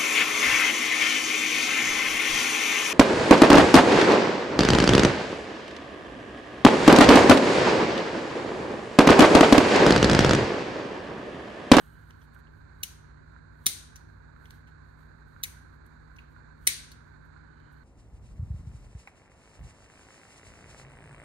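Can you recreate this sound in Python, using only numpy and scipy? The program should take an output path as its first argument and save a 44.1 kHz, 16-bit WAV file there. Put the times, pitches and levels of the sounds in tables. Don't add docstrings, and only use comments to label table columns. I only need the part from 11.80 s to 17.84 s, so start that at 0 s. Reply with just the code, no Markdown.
import sys
import numpy as np
from scipy import signal
from scipy.fft import rfft, irfft, next_fast_len
from scipy.io import wavfile
from scipy.ndimage import map_coordinates

SR = 44100
rng = np.random.default_rng(int(sys.argv[2]) if len(sys.argv) > 2 else 0)


def dump(signal):
    limited = np.clip(np.atleast_2d(signal).T, -1, 1)
    pcm = np.round(limited * 32767).astype(np.int16)
    wavfile.write(sys.argv[1], SR, pcm)


N = 266187


def amp(db):
    return 10 ** (np.asarray(db) / 20)


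def unit(x):
    return x / np.sqrt(np.mean(x ** 2) + 1e-20)


def along(points, hz):
    f, v = np.transpose(points)
    return np.interp(np.log(hz + 1), np.log(f + 1), v)


def wobble(rate):
    return map_coordinates(rng.standard_normal(2000), [np.arange(N) * rate / SR])


def filtered(x, response):
    m = next_fast_len(x.shape[-1] + 8192)
    spectrum = rfft(x, m) * response(np.fft.rfftfreq(m, 1 / SR))
    return irfft(spectrum, m)[..., :x.shape[-1]]


def resonances(modes, f, scatter_db=0):
    total = 0
    for c, w, db in modes:
        strength = amp(db + scatter_db * rng.standard_normal())
        total = total + strength * 1j * f * w / (c * c - f * f + 1j * f * w)
    return total


SWELL_RANGE_DB = 20


def swells(rows):
    t, power = np.arange(N) / SR, np.zeros(N)
    for s, db, rise, fall in rows:
        drop = SWELL_RANGE_DB * np.maximum((s - t) / abs(rise), (t - s) / abs(fall))
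        power += amp(2 * (db - drop))
    return np.sqrt(power)


# frequency in Hz, level in dB per Hz.
RUMBLE_SPECTRUM = [(22, -100), (32, -82), (50, -79), (92, -74), (125, -81.5), (180, -84.5), (300, -83.5),
                   (420, -89.5), (750, -99), (1550, -103), (2400, -120), (5000, -128), (9000, -129),
                   (10200, -140), (16000, -148)]
# frequency in Hz, left minus right in dB.
RUMBLE_BALANCE = [(60, 0), (110, -2.5), (200, 0.5), (380, 6.5), (600, 2), (1000, -1)]
# frequency in Hz, likeness (limited to -1 = opposite .. 1 = same).
EAR_LIKENESS = [(60, 2.5), (130, -0.13), (290, -0.4), (640, -0.46), (1400, -2.5)]
# frequency in Hz, unsteadiness in random points a second,
# usual rms level in dB midway between the ears.
MOTOR_TONES = [(58.9, 4.5, -57.5), (151.3, 5, -61), (237, 6.5, -71.5)]


def room_tone():
    def turn(f):
        return np.arccos(np.clip(along(EAR_LIKENESS, f), -1, 1)) / 2

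    middle, side = filtered(rng.standard_normal((2, N)), lambda f: (
        amp(along(RUMBLE_SPECTRUM, f)) * [np.cos(turn(f)), np.sin(turn(f))]))
    ears = np.array([middle + side, middle - side])
    rumble = filtered(ears, lambda f: amp(along(RUMBLE_BALANCE, f) * [[0], [-1]])) * np.sqrt(SR / 2)

    t, hum = np.arange(N) / SR, np.zeros(N)
    for hz, rate, db in MOTOR_TONES:
        level = amp(db + 0.49 * wobble(rate)) * np.sqrt(2)
        hum += level * np.sin(2 * np.pi * hz * t + 1.2 * wobble(rate))
    return rumble + hum * amp([[-1.3], [1.3]])


# frequency in Hz, level in dB per Hz.
FAN_SPECTRUM = [(500, -112), (750, -96.5), (1000, -88.5), (1250, -91), (1550, -81.5), (1900, -96.5),
                (2400, -103), (3100, -124), (3700, -107), (4300, -102), (5200, -119), (6200, -114),
                (7050, -103), (8400, -112), (9800, -132), (12000, -145)]
# frequency in Hz, gain in dB (negative is weaker).
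FAN_LEFT_GAIN = [(1000, -20), (1550, -22.5), (4300, -28.5)]


def fan():
    flutter_db = 0.89 * wobble(70) + 0.7 * wobble(12)
    air = rng.standard_normal(N) * amp(flutter_db)
    ears = filtered(air, lambda f: amp(along(FAN_SPECTRUM, f) + along(FAN_LEFT_GAIN, f) * [[1], [0]]))
    return ears * np.sqrt(SR / 2)


# peak in seconds, peak level in dB on the left,
# seconds to rise or fall by SWELL_RANGE_DB.
WHISTLE_SWELLS = [(0, -76.5, 0.7), (1.25, -86, 0.5), (5.85, -78.5, 0.4)]


def whistle():
    band = unit(filtered(rng.standard_normal(N), lambda f: resonances([(3000, 370, 0)], f) ** 2))
    gain = swells([(s, db, fade, fade) for s, db, fade in WHISTLE_SWELLS])
    return gain * band * amp([[0], [-8]])


# frequency in Hz, relative level in dB per Hz.
RUSTLE_COLOUR = [(3000, -29.5), (5500, -6), (8500, 4.5), (10000, -5), (12000, 5), (14000, -6), (16000, -6)]
# frequency in Hz, width in Hz, relative level in dB.
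CREAK_MODES = [(3300, 1800, 0)]
# peak in seconds, peak level in dB
# before the overall lift, rise in seconds, fall in seconds (both over SWELL_RANGE_DB).
RUSTLE_SWELLS = [(.01, -71, .1, .36), (.306, -76.5, 0.088, 0.027), (.434, -77, 0.11, 0.054),
                 (.548, -72, 0.022, 0.022), (.592, -75, .03, .025), (.78, -86, 0.11, 0.088),
                 (1.027, -82, 0.11, 0.0094), (1.53, -96, 0.12, .04), (1.855, -73.5, 0.1, .01),
                 (2.3, -91, .1, .25), (2.656, -76.5, 0.098, .09), (2.708, -62, 0.0092, 0.016),
                 (2.75, -74, .1, 0.06), (2.878, -89, 0.031, 0.066), (3.07, -89, 0.082, 0.23),
                 (3.19, -81.5, .03, .15), (3.404, -93.5, .1, 0.076), (3.48, -86, .03, .4),
                 (3.628, -82, .1, .01), (3.94, -86, .09, .06), (4.064, -74.5, .012, 0.018),
                 (4.12, -94, 0.072, 0.27), (4.385, -82, .11, .08), (4.518, -83, 0.047, 0.053),
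                 (4.862, -68.5, 0.066, 0.012), (5.28, -92, 0.093, .15), (5.46, -87, 0.065, .05),
                 (5.928, -79, 0.022, .04), (5.99, -88, 0.097, 0.086)]
REST_DB, CREAK_DB = -104, -4.5
LIFT_DB = 2.5


def rustle():
    grains = rng.standard_normal((3, N)) * amp(1.5 * wobble(150))
    shared, right_only = unit(filtered(grains[:2], lambda f: amp(along(RUSTLE_COLOUR, f))))
    creak = amp(CREAK_DB) * unit(filtered(grains[2], lambda f: resonances(CREAK_MODES, f) ** 2))
    resting = amp(REST_DB + 3 * wobble(25))
    gain = amp(LIFT_DB) * (swells(RUSTLE_SWELLS) + resting)
    left = shared + creak
    right = 0.89 * shared + 1.3 * right_only + 0.62 * creak
    return gain * np.array([left, right])


# frequency in Hz, time to fade by 60 dB in seconds.
ROOM_FADE = [(500, 0.55), (2600, 0.52), (7000, 0.45), (10000, 0.37), (13000, .3), (16000, 0.16)]


def tail():
    noise = rng.standard_normal((2, SR // 2 + SR // 4))
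    hz, t, z = signal.stft(noise, SR, nperseg=256)
    fade = amp(-60 * t / along(ROOM_FADE, hz)[:, None])
    echo = signal.istft(z * fade, SR, nperseg=256)[1]
    return echo / np.linalg.norm(echo[0])


# start in seconds, strength in dB before the chatter's shape,
# chatter's time to fade by 60 dB in seconds, brightness in rough dB per octave,
# pitch in Hz of the part that is touched.
STEEL_CONTACTS = [(0.3076, -45.5, 0.009, -11, 3000), (0.415, -60.5, 0.063, -11, 3200),
                  (.668, -63, .058, -19, 3000), (1.03, -32, .038, 11, 6100),
                  (1.0328, -26.5, 0.029, -2, 5940), (1.0327, -22, .035, 5, 3000),
                  (1.8595, -23.5, .093, 0, 3600), (1.865, -5.5, 0.012, 3.5, 8800),
                  (1.8659, -11, 0.02, 1.5, 3870), (1.8702, -20.5, 0.033, 0.5, 3782),
                  (2.1577, -44, 0.051, -3, 6300), (2.165, -51.5, 0.031, -4, 4970),
                  (2.6554, -49.5, 0.031, -14, 3300), (2.707, -41.5, 0.01, -8, 4000),
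                  (2.8717, -60.5, 0.093, -11.5, 3000), (3.6316, -31.5, .065, 7, 5690),
                  (3.6349, -18.5, 0.031, 9, 3700), (3.6388, -29, .025, -2.5, 2130),
                  (3.6453, -42, 0.053, -21.5, 2250), (3.6521, -42.5, 0.046, -24, 2150),
                  (4.0647, -54.5, 0.0073, 6, 11920), (4.363, -54.5, 0.027, -5, 6000),
                  (4.3853, -44.5, 0.037, -17.5, 2600), (4.8688, -19, 0.087, -1.5, 9500),
                  (4.8729, -7.5, .022, -1, 9000), (4.8748, -13.5, 0.02, -1.5, 3860),
                  (4.8788, -18.5, 0.017, -6.5, 3900), (4.888, -30, 0.057, -6.5, 2094),
                  (5.1161, -45, 0.043, -4, 4500), (5.8012, -59.5, 0.0088, -10, 3500)]
# frequency in Hz, width in Hz,
# relative level in dB with the blade open, relative level in dB with it shut.
STEEL_MODES = [(2114, 700, 0.5, -2), (2750, 690, -6.5, 10.5), (3830, 420, -13.5, -1.5),
               (4450, 120, -12.5, -7), (5570, 360, 2, 1.5), (6333, 490, -5, 1), (8185, 110, -6.5, 5),
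               (9390, 210, 4, -5.5), (11430, 2100, -3, -0.5), (10980, 730, -1.5, 3.5), (12300, 210, -2, -6),
               (14070, 420, 4, -9), (15460, 420, -6, -6.5)]
# frequency in Hz, relative level in dB.
IMPACT_COLOUR = [(700, -38.5), (1300, -16.5), (2100, -3.5), (2800, -7.5), (4000, 0.5), (6500, -0.5),
                 (9000, -0.5), (12000, -6), (16000, -5.5)]
# frequency in Hz, width in Hz, relative level in dB.
HANDLE_MODES = [(163.5, 92, -3.5), (320, 150, 1.5), (780, 200, -7.5), (1273, 170, 3)]
# each a list of seconds, in pairs.
OPEN_FROM_S = [-1, 1.85, 4.85]
SHUT_FROM_S = [.5, 3.5, 7]
FREE_OPEN, FREE_SHUT = 0.9, 0.15
KNOCK_OPEN_DB, KNOCK_SHUT_DB = -21, -25.5
ROOM_RING = 0.29
ROOM_DB, ROOM_DELAY_S = -10.5, 0.0043
LEFT_DELAY_S = 0.0002473


def knife():
    out, t = np.zeros((2, N + 2 * SR)), np.arange(SR // 8) / SR
    mode_hz = np.fft.rfftfreq(next_fast_len(len(t) + 8192), 1 / SR)
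    push = filtered(np.exp(-(t / 0.00018 - 2) ** 2), lambda f: resonances(HANDLE_MODES, f))
    for s, db, t60, tilt_db, part_hz in STEEL_CONTACTS:
        is_open = any(a < s < b for a, b in zip(OPEN_FROM_S, SHUT_FROM_S))
        opened, knock_db = (FREE_OPEN, KNOCK_OPEN_DB) if is_open else (FREE_SHUT, KNOCK_SHUT_DB)
        shape = amp(-60 * t / t60) * (1 - np.exp(-t / (0.0066 * t60)))
        size = amp(db) * np.sqrt(np.mean(shape ** 2))
        modes = [(hz, width, opened * open_db + (1 - opened) * shut_db)
                 for hz, width, open_db, shut_db in STEEL_MODES]
        ring = resonances(modes, mode_hz, scatter_db=1.5)

        def steel(f):
            return amp(along(IMPACT_COLOUR, f) + tilt_db * np.log2(f / 6000 + 0.2))

        def part(f):
            return amp(9 * np.exp(-(np.log2(f / part_hz + 0.0073) / 0.19) ** 2))

        taps = rng.standard_normal((2, len(t))) * amp(6.5 * rng.standard_normal((2, len(t))))
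        clatter = filtered(taps * shape, lambda f: steel(f) * part(f) * (0.2 + ring))
        direct, bench = (size * unit(x) for x in clatter)
        knock = amp(db + knock_db) * push / np.abs(push).max()
        left = filtered(direct + knock, lambda f: np.exp(-2j * np.pi * f * LEFT_DELAY_S))
        right = 0.85 * (direct + knock) + 0.5 * bench

        click = 1.0 * (t == t[99])
        blow = size * unit(filtered(click, lambda f: (
            steel(f) * (1 + ROOM_RING * np.abs(ring)) * np.sqrt(part(f)))))
        wet = amp(ROOM_DB) * signal.fftconvolve((blow + knock)[None], tail(), axes=1)

        k = round(s * SR)
        out[:, k:k + len(t)] += [left, right]
        k += round(ROOM_DELAY_S * SR)
        out[:, k:k + wet.shape[1]] += wet
    return out[:, :N]


def clock():
    beats = np.zeros(N)
    at = 0.5635 + np.arange(6)
    beats[np.round(at * SR).astype(int)] = 1
    beats[np.round((at + 0.0063) * SR).astype(int)] = 0.14
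    tick = filtered(beats, lambda f: resonances([(1460, 310, 0)], f) ** 2)
    return amp(-41.5) * tick / np.abs(tick).max() * amp([[-20], [0]])


def scene():
    return room_tone() + fan() + whistle() + rustle() + knife() + clock()


# frequency in Hz, gain in dB.
LEFT_COLOUR = [(4700, 0), (5300, -8.5), (5900, 4), (7000, 0.5), (7600, -5), (8500, 3.5), (10200, -1),
               (15700, -1), (16100, -26), (17000, -58.5)]
RIGHT_COLOUR = [(4700, 0.5), (5300, -3), (5900, -3.5), (7000, -8), (7500, -12.5), (8500, -7), (10200, -2.5),
                (15700, -1.5), (16100, -36), (17000, -58)]
FULL_SCALE = 0.62
TOP_HZ = 17323


def record(dry):
    coloured = filtered(dry, lambda f: amp([along(LEFT_COLOUR, f), along(RIGHT_COLOUR, f)]))
    soft = coloured / (1 + (coloured / FULL_SCALE) ** 4) ** (1 / 4)
    return filtered(soft, lambda f: amp(along([(15900, 0), (16400, -24.5)], f)) * (f < TOP_HZ))


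dry = scene()
out = record(dry)
dump(out)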